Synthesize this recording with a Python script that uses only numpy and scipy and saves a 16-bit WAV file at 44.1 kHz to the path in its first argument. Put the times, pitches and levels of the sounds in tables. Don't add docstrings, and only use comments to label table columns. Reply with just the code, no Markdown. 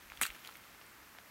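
import sys
import numpy as np
from scipy import signal
from scipy.fft import rfft, irfft
from scipy.io import wavfile

SR = 44100
rng = np.random.default_rng(int(sys.argv[2]) if len(sys.argv) > 2 else 0)


def inscribe(sig):
    pcm = np.round(np.clip(np.atleast_2d(sig).T, -1, 1) * 32767)
    wavfile.write(sys.argv[1], SR, pcm.astype(np.int16))


N = 57330

# frequency in Hz, relative level in dB.
SPRAY_SPECTRUM = [(1500, -26.5), (3500, -6), (5200, -15.5), (6800, -2), (8100, -1), (9400, -2),
                  (10200, -10.5), (11300, -1), (12500, -6), (16000, -8.5)]


def undb(db):
    return 10 ** (np.asarray(db) / 20)


def unit(x):
    return x / np.sqrt(np.mean(x ** 2) + 1e-20)


def colour(x, spectrum):
    hz, db = np.array(spectrum, float).T
    bin_hz = np.maximum(np.arange(2049) * SR / 4096, 1)
    gain = undb(np.interp(np.log(bin_hz), np.log(hz), db))
    cepstrum = irfft(np.log(gain))
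    cepstrum[1:2048] *= 2
    cepstrum[2049:] = 0
    response = irfft(np.exp(rfft(cepstrum)))
    return signal.fftconvolve(x, response / np.linalg.norm(response))[:len(x)]


def add(out, start_s, x):
    i = int(np.clip(start_s * SR, 0, N - 1))
    out[i:i + len(x)] += x[:N - i]


def swell(u):
    return u * np.exp(1 - u)


def crackle(per_s, spread_db):
    hit, size, sign = rng.random((3, N))
    return unit((hit < per_s / SR) * undb(spread_db * size) * np.sign(sign - .5))


def hiss():
    # frequency in Hz, relative spectral density in dB.
    spectrum = [(20, -20), (35, -9.5), (58, -1), (100, -4.5), (240, -3.5), (330, -3.5), (450, -7.5),
                (750, -5.5), (1200, -2), (2000, -3), (3100, -10.5), (4500, -12.5), (6500, -14.5),
                (8500, -16.5), (10500, -17), (12700, -12), (16000, -17)]
    return undb(-57.5) * unit(colour(rng.standard_normal(N), spectrum))


def thuds():
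    # start in seconds, frequency in Hz, level in dB.
    presses = [(0.05, 48.13, -61), (0.111, 49.6, -62), (0.186, 50.47, -54), (0.293, 45.46, -52.5)]
    cycles_to_peak = 0.5335
    out, t = np.zeros(N), np.arange(SR // 2) / SR
    for start, hz, db in presses:
        add(out, start, undb(db) * swell(t * hz / cycles_to_peak) * np.sin(2 * np.pi * hz * t))
    return out


def seepage():
    # time in seconds, level in dB.
    levels = [(0, -63.5), (.09, -65), (.125, -61), (.16, -62.5), (.3, -56.5), (.35, -57), (.42, -60.5),
              (.457, -55), (.51, -60.5), (.6, -65), (.75, -67.5), (1.3, -74.5)]
    # frequency in Hz, relative level in dB.
    spectrum = [(100, -12.5), (350, -5.5), (600, -8), (1500, -2.5), (3000, -1.5), (4500, -9.5), (8000, -15),
                (12000, -11.5), (16000, -15)]
    envelope = undb(np.interp(np.arange(N) / SR, *np.array(levels).T))
    return colour(envelope * crackle(per_s=1800, spread_db=25), spectrum)


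def droplets():
    low_hz, high_hz, weakest_db, spread_db, peak_s = 2013, 15038, -62, 12, 0.0001936
    out, t = np.zeros(N), np.arange(SR // 100) / SR
    for when, pitch, size in rng.random((70, 3)):
        hz = low_hz + pitch * (high_hz - low_hz)
        envelope = undb(weakest_db + spread_db * size) * swell(t / peak_s)
        add(out, when * N / SR, envelope * np.sin(2 * np.pi * hz * t))
    return out


def pop(hz, cycles_to_peak, crack):
    glide, band_ratio = 0.0279, 1.6785
    t = np.arange(SR // 20) / SR
    u = t * hz / cycles_to_peak
    ring = np.sin(2 * np.pi * hz * t * (1 + glide * (np.minimum(u, 10) / 2 - 1)))
    edges_hz = [hz / band_ratio, min(hz * band_ratio, SR / 2 - 1000)]
    band = signal.butter(2, edges_hz, "band", fs=SR, output="sos")
    tear = unit(signal.sosfilt(band, rng.standard_normal(len(t))))[::-1]
    sine_rms = np.sqrt(np.mean(swell(u) ** 2) / 2)
    return sine_rms * unit(swell(u) * (ring + crack * tear))


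def radiate(x, order, cutoff_hz):
    return signal.sosfilt(signal.butter(order, cutoff_hz, "high", fs=SR, output="sos"), x)


def ticks():
    # start in seconds, frequency in Hz, level in dB before radiation.
    pockets = [(0.1005, 2240, -39), (0.1198, 1423, -33.5), (0.1379, 1393, -44.5), (0.1737, 3274, -38),
               (0.1936, 1349, -44.5), (0.303, 1987, -32.5), (0.3491, 1796, -45.5), (0.3532, 2412, -44),
               (0.449, 2861, -36.5), (0.4697, 1080, -44), (0.4742, 3934, -36), (0.4738, 11320, -41.5),
               (0.4903, 1201, -36), (0.4948, 1282, -42), (0.5545, 1971, -40), (0.5690, 12450, -44),
               (0.6391, 2699, -45.5), (0.7476, 2010, -46.5), (0.8128, 800.1, -42), (0.8136, 2400, -46),
               (0.8640, 7929, -50), (1.1500, 873.6, -44), (1.1860, 2077, -39), (1.1870, 1002, -42)]
    peak_s = 0.00034306
    out = np.zeros(N)
    for start, hz, db in pockets:
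        add(out, start, undb(db) * pop(hz, hz * peak_s, crack=0.5783))
    return radiate(out, order=4, cutoff_hz=476)


def flow(attack_s, hold_s, decay_s):
    onset_s = .2118
    t = np.arange(N) / SR - onset_s
    return np.clip(t / attack_s, 0, 1) * np.exp(-np.maximum(t - hold_s, 0) / decay_s)


def squeeze():
    # frequency in Hz, relative level in dB.
    gurgle_spectrum = [(100, -28), (500, -23.5), (900, -13), (1400, -1.5), (2600, -0.5), (3500, -4.5),
                       (5000, -17), (9000, -27), (16000, -41)]
    mud_spectrum = [(40, -12), (90, -0.5), (150, -7), (230, 1.5), (400, -4.5), (700, -4.5), (1500, -21.5),
                    (6000, -51.5)]
    fizz = undb(-38) * flow(attack_s=0.00032, hold_s=0.02033, decay_s=0.007332)
    fizz += undb(-47) * flow(attack_s=0.004004, hold_s=0.05754, decay_s=0.011013)
    gurgle = undb(-44) * flow(attack_s=0.001195, hold_s=0.049733, decay_s=0.0188)
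    mud = undb(-52.5) * flow(attack_s=0.002307, hold_s=0.018205, decay_s=0.01184)
    return (colour(fizz * crackle(per_s=4000, spread_db=21.5), SPRAY_SPECTRUM)
            + colour(gurgle * crackle(per_s=2500, spread_db=15.5), gurgle_spectrum)
            + colour(mud * crackle(per_s=3000, spread_db=8.5), mud_spectrum))


def bubbles():
    # start in seconds, initial frequency in Hz, level in dB, seconds to decay by 60 dB.
    rings = [(0.2142, 3258, -21, 0.0001), (0.2285, 8065, -28, 0.0234), (0.2366, 2766, -33, 0.0162),
             (0.2560, 2553, -38, 0.011), (0.2644, 4369, -31.5, 0.0094), (0.2816, 2890, -45.5, 0.0258)]
    glide = 0.006147
    out, t = np.zeros(N), np.arange(SR // 10) / SR
    for start, hz, db, t60 in rings:
        u = np.log(1000) * t / t60
        envelope = undb(db) * np.exp(-u) * (1 - np.exp(-t * hz))
        add(out, start, envelope * np.sin(2 * np.pi * hz * t * (1 + glide * u)))
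    return out


def bursts():
    # start in seconds, frequency in Hz, pop level in dB before radiation, cycles to the peak,
    # relative spray level in dB.
    pockets = [(0.2141, 1797, -17, 0.60804, -20.5), (0.2202, 1992, -28, 0.792, -27),
               (0.2228, 1451, -29, 0.996, -35.5), (0.2243, 1323, -37.5, 1.212, -24.5),
               (0.2292, 3037, -33.5, 1.077, -24), (0.2335, 2513, -22, 2.0784, -36.5),
               (0.2477, 2553, -39.5, 1.672, -46.5), (0.253, 1433, -25, 0.499, -41),
               (0.2644, 2184, -39, 1.602, -34.5)]
    puff_peak_s = 0.0005799
    pops, puffs, t = np.zeros(N), np.zeros(N), np.arange(SR // 20) / SR
    for start, hz, pop_db, cycles_to_peak, spray_db in pockets:
        add(pops, start, undb(pop_db) * pop(hz, cycles_to_peak, crack=0.6305))
        add(puffs, start, undb(spray_db) * swell(t / puff_peak_s))
    spray = colour(puffs * crackle(per_s=16000, spread_db=12), SPRAY_SPECTRUM)
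    return radiate(pops, order=2, cutoff_hz=846) + undb(-3.5) * spray


def scatter(x, db, decay_s):
    rise_s = 0.000633
    t = np.arange(SR // 5) / SR
    response = rng.standard_normal(len(t)) * np.exp(-t / decay_s) * (1 - np.exp(-t / rise_s))
    return x + undb(db) * signal.fftconvolve(x, response / np.linalg.norm(response))[:N]


def scene():
    wet_sounds = bursts() + bubbles() + squeeze() + ticks() + droplets() + seepage()
    return (scatter(wet_sounds, db=-12.5, decay_s=0.008792) + thuds() + hiss())[None]


def record(dry):
    cutoff_hz = 15750
    return signal.sosfilt(signal.ellip(10, .2, 80, cutoff_hz, fs=SR, output="sos"), dry)


dry = scene()
out = record(dry)
inscribe(out)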